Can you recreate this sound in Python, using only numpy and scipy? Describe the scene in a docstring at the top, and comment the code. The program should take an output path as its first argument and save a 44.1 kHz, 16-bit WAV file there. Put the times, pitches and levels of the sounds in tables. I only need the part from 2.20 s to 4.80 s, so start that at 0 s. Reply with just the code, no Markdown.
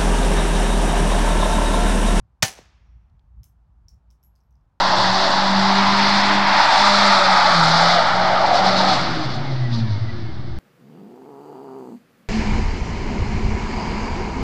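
"""A suppressed small-calibre pistol fires once under the roof of an outdoor firing line, mic beside the shooter.
Up close, pressure jumps crack, gas bursts as shaped noise, metal modes ring and a thump and thin whistle sink.
The spent case bounces to rest on the hard floor: noise ticks, rough clinks and ringing brass, after a faint whir.
Shelter, side banks and woods answer with decaying noise bands; pitch-falling thuds return from the earth bank.
Small dry handling clicks sit over a low, uneven rumble and faint far noise."""
import sys
import numpy as np
from scipy import signal
from scipy.fft import rfft, irfft
from scipy.io import wavfile
from scipy.ndimage import uniform_filter1d

SR = 44100
rng = np.random.default_rng(int(sys.argv[2]) if len(sys.argv) > 2 else 0)


def wrap_up_sound(samples):
    """Save the sound to the file named by the first command line argument, as 16-bit audio."""
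    columns = np.atleast_2d(samples).T
    # keep every value between -1 and 1, then stretch to whole-number steps
    tamed = np.clip(columns, -1, 1)
    steps = np.round(tamed * 32767).astype(np.int16)
    wavfile.write(sys.argv[1], SR, steps)


N = 114660
T = np.arange(N) / SR  # time [s]


def from_db(db):
    """Decibels to amplitude gain."""
    return 10 ** (np.asarray(db) / 20)


def rms_one(x):
    """Scale to rms 1."""
    return x / np.sqrt(np.mean(x ** 2) + 1e-20)


def at_hz(points, hz, axis=1):
    """Read a column of a spectrum table on a log-frequency axis."""
    points = np.array(points)
    return np.interp(np.log(hz + 1e-3), np.log(points[:, 0]), points[:, axis])


def noise(spectrum):
    """Steady noise of a given colour, rms 1, with nothing at or below 18 Hz."""
    hz = np.fft.rfftfreq(N, 1 / SR)
    gain = from_db(at_hz(spectrum, hz)) * (hz > 18)
    return rms_one(irfft(rfft(rng.standard_normal(N)) * gain, N))


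def envelope(start, rise, t60):
    """Straight rise, then exponential decay by 60 dB in t60 seconds."""
    decay = np.exp(-np.log(1000) * np.maximum(T - start - rise, 0) / t60)
    return np.clip((T - start) / rise, 0, 1) * decay


def ring(start, hz, t60, rise=1 / SR):
    """A struck mode: a decaying sine with an envelope of height 1."""
    return envelope(start, rise, t60) * np.sin(2 * np.pi * hz * (T - start))


def knock(start, db, start_hz, end_hz, rise, t60, fall):
    """A short pressure wave whose pitch drops quickly, with time constant fall [s]."""
    pitch = end_hz + (start_hz - end_hz) * np.exp(-np.maximum(T - start, 0) / fall)
    phase = 2 * np.pi * np.cumsum(pitch * (T >= start)) / SR
    return from_db(db) * envelope(start, rise, t60) * np.sin(phase)


def tail(table, start, rise):
    """Diffuse echoes: third-octave bands of noise, each dying at its own rate."""
    source, hz, out = rfft(noise(table)), np.fft.rfftfreq(N, 1 / SR), 0
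    edges = 35 * 2 ** (np.arange(28) / 3)
    for low, high in zip(edges, edges[1:]):
        band = irfft(source * ((hz >= low) & (hz < high)), N)
        out = out + band * envelope(start, rise, at_hz(table, np.sqrt(low * high), axis=2))
    return out


# Sharp pressure jumps of the shot and their first reflections, at the mic beside the shooter:
# (time [s], level before rounding [dB], length [s])
PRESSURE_JUMPS = [(0.2238, -13, .00012), (0.2255, 2, 0.00016), (0.22665, 3, 0.00013), (0.2284, -4, 0.00027),
                  (0.2300, -4, .00018), (0.2346, -10, .0002), (0.2440, -15, .0003), (0.2546, -13, .00025),
                  (0.2824, -14, .00012)]


def cracks():
    """N-shaped pressure jumps, a ramp between two steps, their edges rounded by a low-pass."""
    out = 0
    for start, db, length in PRESSURE_JUMPS:
        u = (T - round(start * SR) / SR) / length  # 0 to 1 through the jump
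        out = out + from_db(db) * (2 * u - 1) * ((u >= 0) & (u <= 1))
    return signal.sosfilt(signal.butter(1, 7360, fs=SR, output="sos"), out)


# Close bursts of gas and slide noise: (time [s], level [dB], rise [s], t60 [s])
GAS_BURSTS = [(0.2240, -19, 0.0001, 0.036), (0.2266, -11.5, 0.0014, .02), (0.2296, -13, .0006, 0.013),
              (0.235, -17.5, .0008, .028)]
# Colour of the bursts: (frequency [Hz], relative level [dB per Hz])
GAS_COLOUR = [(100, -10), (220, -5), (300, -13), (420, -6), (540, -11), (750, -2), (1050, -14),
              (1350, -7.5), (1700, 2), (3600, -6), (6100, -1), (7500, -6), (10000, -14.5), (15500, -22)]


def gas():
    """Turbulent gas and slide noise: one coloured noise opened by several short bursts."""
    bursts = sum(from_db(db) * envelope(start, rise, t60) for start, db, rise, t60 in GAS_BURSTS)
    return noise(GAS_COLOUR) * bursts


# Close ring of suppressor and slide: (frequency [Hz], level [dB], t60 [s])
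METAL_MODES = [(641, -26, .09), (777, -28, .19), (870, -24.5, .1), (1211, -37, .1), (1500, -30, .08),
               (1769, -26.5, .16), (2073, -39, .2), (2606, -30, .09), (2976, -35, .22), (4314, -30, .17),
               (4790, -28, .14), (5715, -23, .06), (5960, -17, .04), (6015, -33, .28)]
SLIDE_S = 0.2291  # latest start of a mode


def metal():
    """Suppressor and slide ring as decaying modes, each starting up to 1 ms early."""
    out = 0
    for hz, db, t60 in METAL_MODES:
        start = SLIDE_S - rng.uniform(0, .001)
        out = out + from_db(db) * ring(start, hz, t60, rise=.0005)
    return out


# The muzzle's thump, a single row:
# (time [s], level [dB], start pitch [Hz], end pitch [Hz], rise [s], t60 [s])
MUZZLE_THUMP = (0.2283, -15.3, 195, 102, .008, .048)
THUMP_FALL_S = .006


def pistol():
    """Cracks, bursts of gas, the ring of the metal and the low falling thump of the muzzle."""
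    return cracks() + gas() + metal() + knock(*MUZZLE_THUMP, THUMP_FALL_S)


# The sag is how far above its steady pitch the whistle starts, and its time constant.
WHISTLE_HZ, WHISTLE_SAG_HZ, WHISTLE_SAG_S = 10040, 300, .005
WHISTLE_S, WHISTLE_DB, WHISTLE_RISE_S, WHISTLE_T60_S = .256, -36, .01, .135


def whistle():
    """A brief thin whistle after the shot: a decaying sine sinking to a steady pitch."""
    pitch = WHISTLE_HZ + WHISTLE_SAG_HZ * np.exp(-np.maximum(T - WHISTLE_S, 0) / WHISTLE_SAG_S)
    tone = np.sin(2 * np.pi * np.cumsum(pitch) / SR)
    return from_db(WHISTLE_DB) * envelope(WHISTLE_S, WHISTLE_RISE_S, WHISTLE_T60_S) * tone


CLINK_WIDTH_HZ, CLINK_T60_S = 220, .013
CLINK_BAND = .13  # share of the pitch to either side


def hollow_note(hz):
    """The rough note of the hollow case: its phase wanders, which widens it into a cluster."""
    wander = np.cumsum(rng.standard_normal(N)) * np.sqrt(2 * np.pi * CLINK_WIDTH_HZ / SR)
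    edges = [hz / (1 + CLINK_BAND), hz * (1 + CLINK_BAND)]
    band = signal.butter(2, edges, "band", fs=SR, output="sos")
    return signal.sosfilt(band, np.sin(2 * np.pi * hz * T + wander))


# The case on the hard floor, mostly one end and then the other; ticks and rings are halved when played:
# (time [s], tick level [dB], clink level [dB], clink pitch [Hz], case ring level [dB], mouth ring level [dB])
FLOOR_CONTACTS = [(1.233, -48.5, -49, 5400, -53, -86), (1.2412, -44, -57, 6234, -52, -82),
                  (1.6839, -54, -42, 5450, -64, -88.5), (1.6904, -53, -48, 5600, -68, -90),
                  (1.7420, -66, -68, 5495, -85, -90), (1.9039, -58, -54, 5600, -74, -93),
                  (1.9105, -56, -66, 5600, -71, -92.5), (2.0297, -66, -60, 5600, -74, -60.5),
                  (2.0365, -56, -84, 6300, -58.5, -53), (2.0466, -63, -71, 7000, -68, -57),
                  (2.1540, -62, -65.5, 5200, -77, -90), (2.1600, -63, -60, 4944, -68, -80.5),
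                  (2.2050, -75, -68.5, 5482, -77, -88.5), (2.2114, -78.5, -68, 5400, -83, -90),
                  (2.2360, -75.5, -77, 5300, -72.5, -92.5), (2.3080, -70, -71.5, 5700, -73, -91),
                  (2.3260, -78, -69, 5650, -88, -93.5), (2.3548, -76, -65, 5400, -89, -90),
                  (2.4110, -85, -77.5, 5447, -90, -93)]
# The case's ring, then the ring of its mouth, before scatter: (frequency [Hz], t60 [s])
BRASS_MODES = [(12500, .04), (11560, .07)]
# The oval case splits each mode; each contact shifts it a little (shares of the pitch).
CASE_SPLIT, CASE_SCATTER = .017, .004
# Colour of a contact: (frequency [Hz], relative level [dB per Hz])
TICK_COLOUR = [(800, -20), (2000, -6), (3200, -2), (4300, -5), (6000, 8.5), (9000, 0), (13000, -5.5),
               (15500, 1)]
TICK_T60_S = 0.014
# The shelter's answer to the case: (frequency [Hz], relative level [dB per Hz], t60 [s])
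CASE_SHELTER = [(1500, -1, 0.19), (3800, -2.5, 0.21), (5570, -5.5, 0.17), (8000, 2, 0.2), (12000, 0, 0.166),
                (15500, 2, 0.157)]
CASE_ROOM_DB, CASE_ROOM_DELAY_S, CASE_ROOM_RISE_S = -4, .004, 0.0099


def spent_case():
    """Each contact is a tick and a clink that set the brass ringing; the shelter throws it back."""
    out, contact = 0, noise(TICK_COLOUR)
    for start, tick_db, clink_db, clink_hz, *mode_dbs in FLOOR_CONTACTS:
        tick = from_db(tick_db) * contact * envelope(start, 1 / SR, TICK_T60_S) / 2
        clink = from_db(clink_db) * envelope(start, .0003, CLINK_T60_S) * hollow_note(clink_hz)
        out = out + tick + clink
        for (hz, t60), db in zip(BRASS_MODES, mode_dbs):
            hz = hz * (1 + CASE_SCATTER * rng.standard_normal())
            split_mode = 0.33 * ring(start, hz * (1 + CASE_SPLIT), t60 / 2)
            out = out + from_db(db) * (ring(start, hz, t60) + split_mode) / 2
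    room = tail(CASE_SHELTER, CASE_ROOM_DELAY_S, CASE_ROOM_RISE_S)
    room = room / np.linalg.norm(room)
    return out + from_db(CASE_ROOM_DB) * signal.fftconvolve(out, room)[:N]


WHIR_S, WHIR_DB, WHIR_HZ, WHIR_RISE_S, WHIR_T60_S = 0.643, -82, 5700, .02, .9


def flying_case():
    """Air whirs faintly across the mouth of the spinning case: a fading hollow note."""
    return from_db(WHIR_DB) * envelope(WHIR_S, WHIR_RISE_S, WHIR_T60_S) * hollow_note(WHIR_HZ)


# Ring of the shelter overhead: (frequency [Hz], relative level [dB per Hz], t60 [s])
SHELTER_RING = [(60, -3, .18), (132, 0, .22), (210, 0, .25), (300, -7.5, 0.3), (750, -1, 0.35),
                (1140, -5, 0.27), (2020, 1, .25), (3660, -3, .25), (6000, 2, .23), (9400, -9, 0.25),
                (15500, -15, .21)]
SHOT_S, SHELTER_DB, SHELTER_RISE_S = 0.2255, -23.5, 0.0094
SHELTER_GRAIN_DB, GRAIN_S = 2.5, .002  # separate reflections stand out of the ring
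# Echo from the side banks: (frequency [Hz], relative level [dB per Hz], t60 [s])
SIDE_BANKS = [(200, -2, .3), (900, -0.5, .3), (2200, -1, 0.32), (4000, -3.5, .26), (6000, -3, 0.32),
              (9000, -17, 0.25), (15500, -27, 0.18)]
BANKS_S, BANKS_DB, BANKS_RISE_S = 0.332, -52, 0.055
# Echo from the woods: (frequency [Hz], relative level [dB per Hz], t60 [s])
WOODS_ECHO = [(150, 2, 1.495), (500, -2.5, 1.08), (1100, -1.5, 1.28), (2440, -2.5, 1.264),
              (4040, -5, 0.966), (5800, -4.5, 0.84), (9200, -14.5, 0.45), (15000, -27, 0.38)]
WOODS_DB, WOODS_RISE_S = -53, .08


def shot_echoes():
    """The shelter rings briefly, the side banks answer, both grainy; the woods carry on for longer."""
    flutter = rms_one(uniform_filter1d(rng.standard_normal(N), int(GRAIN_S * SR)))
    grain = from_db(SHELTER_GRAIN_DB * flutter)
    shelter = from_db(SHELTER_DB) * tail(SHELTER_RING, SHOT_S, SHELTER_RISE_S)
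    banks = from_db(BANKS_DB) * tail(SIDE_BANKS, BANKS_S, BANKS_RISE_S)
    woods = from_db(WOODS_DB) * tail(WOODS_ECHO, SHOT_S, WOODS_RISE_S)
    return grain * (shelter + banks) + woods


# Thuds back from the earth bank, falling in pitch: (time [s], level [dB], start pitch [Hz], t60 [s])
EARTH_BANK_THUDS = [(0.3880, -36.5, 900, .035), (0.4103, -49.5, 1120, 0.043)]
THUD_FALL_S, THUD_END_HZ = 0.00366, 110


def bank_thuds():
    """Dull knocks from the earth bank: sines that drop quickly in pitch as they die."""
    return sum(knock(start, db, hz, THUD_END_HZ, 0.0012, t60, THUD_FALL_S)
               for start, db, hz, t60 in EARTH_BANK_THUDS)


# Small dry handling clicks: (time [s], level before a 9 dB cut [dB], centre pitch [Hz])
HANDLING_CLICKS = [(0.8977, -68, 4498), (0.9940, -58, 3870)]
CLICK_T60_S = 0.016


def handling():
    """Faint dry clicks, each a puff of noise around one pitch."""
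    out = 0
    for start, db, hz in HANDLING_CLICKS:
        colour = [(hz / 4, -30), (hz / 2, -14), (hz, 0), (hz * 2, -23), (hz * 4, -36)]
        out = out + from_db(db - 9) * noise(colour) * envelope(start, 0.000416, CLICK_T60_S)
    return out


# Level curve of the rumble, in two stretches, before RUMBLE_DB is added: (time [s], level [dB])
RUMBLE_CURVE = [
    [(0.0, -54), (0.03, -51.5), (0.056, -53), (0.072, -72), (0.09, -57), (0.108, -57), (0.128, -61),
     (0.15, -59), (0.174, -76), (0.2, -56.5)],
    [(0.33, -60.5), (0.47, -54), (0.49, -60.5), (0.77, -46), (0.89, -58), (0.94, -49), (0.99, -58),
     (1.09, -53.5), (1.2, -41), (1.27, -58), (1.76, -51.5), (1.84, -62), (1.88, -50.5), (2.0, -62.5),
     (2.09, -56), (2.23, -64), (2.34, -54), (2.6, -69.5)],
]
# Colour of the rumble: (frequency [Hz], relative level [dB per Hz])
RUMBLE_COLOUR = [(20, -18), (35, -9), (58, 10), (80, -2), (125, -6.5), (165, -11.5), (240, -28),
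                 (350, -62.5), (1500, -100)]
RUMBLE_DB, RUMBLE_EVEN_S = 0.5, .11
# Colour of the far outdoor noise: (frequency [Hz], relative level [dB per Hz])
FAR_NOISE = [(40, 0), (170, 8), (280, 0), (450, -6.5), (650, -3.5), (850, 0), (1300, -6.5), (2000, -17),
             (3200, -23), (5000, -26), (10000, -35), (15500, -39)]
AIR_DB = -72


def outdoors():
    """A low rumble, evened out and then swelling with its level curve, and steady far noise."""
    level_db = np.interp(T, *np.transpose(np.vstack(RUMBLE_CURVE)))
    rumble = noise(RUMBLE_COLOUR)
    rumble = rumble / np.sqrt(uniform_filter1d(rumble ** 2, int(RUMBLE_EVEN_S * SR)))
    return from_db(RUMBLE_DB + level_db) * rumble + from_db(AIR_DB) * noise(FAR_NOISE)


def scene():
    """Everything at one microphone beside the shooter, as one channel."""
    shot = pistol() + whistle()
    case = spent_case() + flying_case()
    surroundings = shot_echoes() + bank_thuds() + handling() + outdoors()
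    return (shot + case + surroundings)[None]


OVERLOAD = .9  # ceiling of the rounding
CUTOFF_HZ = 15900


def record(dry):
    """The loudest peaks are rounded by a smooth overload, then a steep low-pass cuts the top."""
    rounded = OVERLOAD * np.tanh(dry / OVERLOAD)
    return signal.sosfilt(signal.ellip(10, .1, 90, CUTOFF_HZ, fs=SR, output="sos"), rounded)


dry = scene()
out = record(dry)
wrap_up_sound(out)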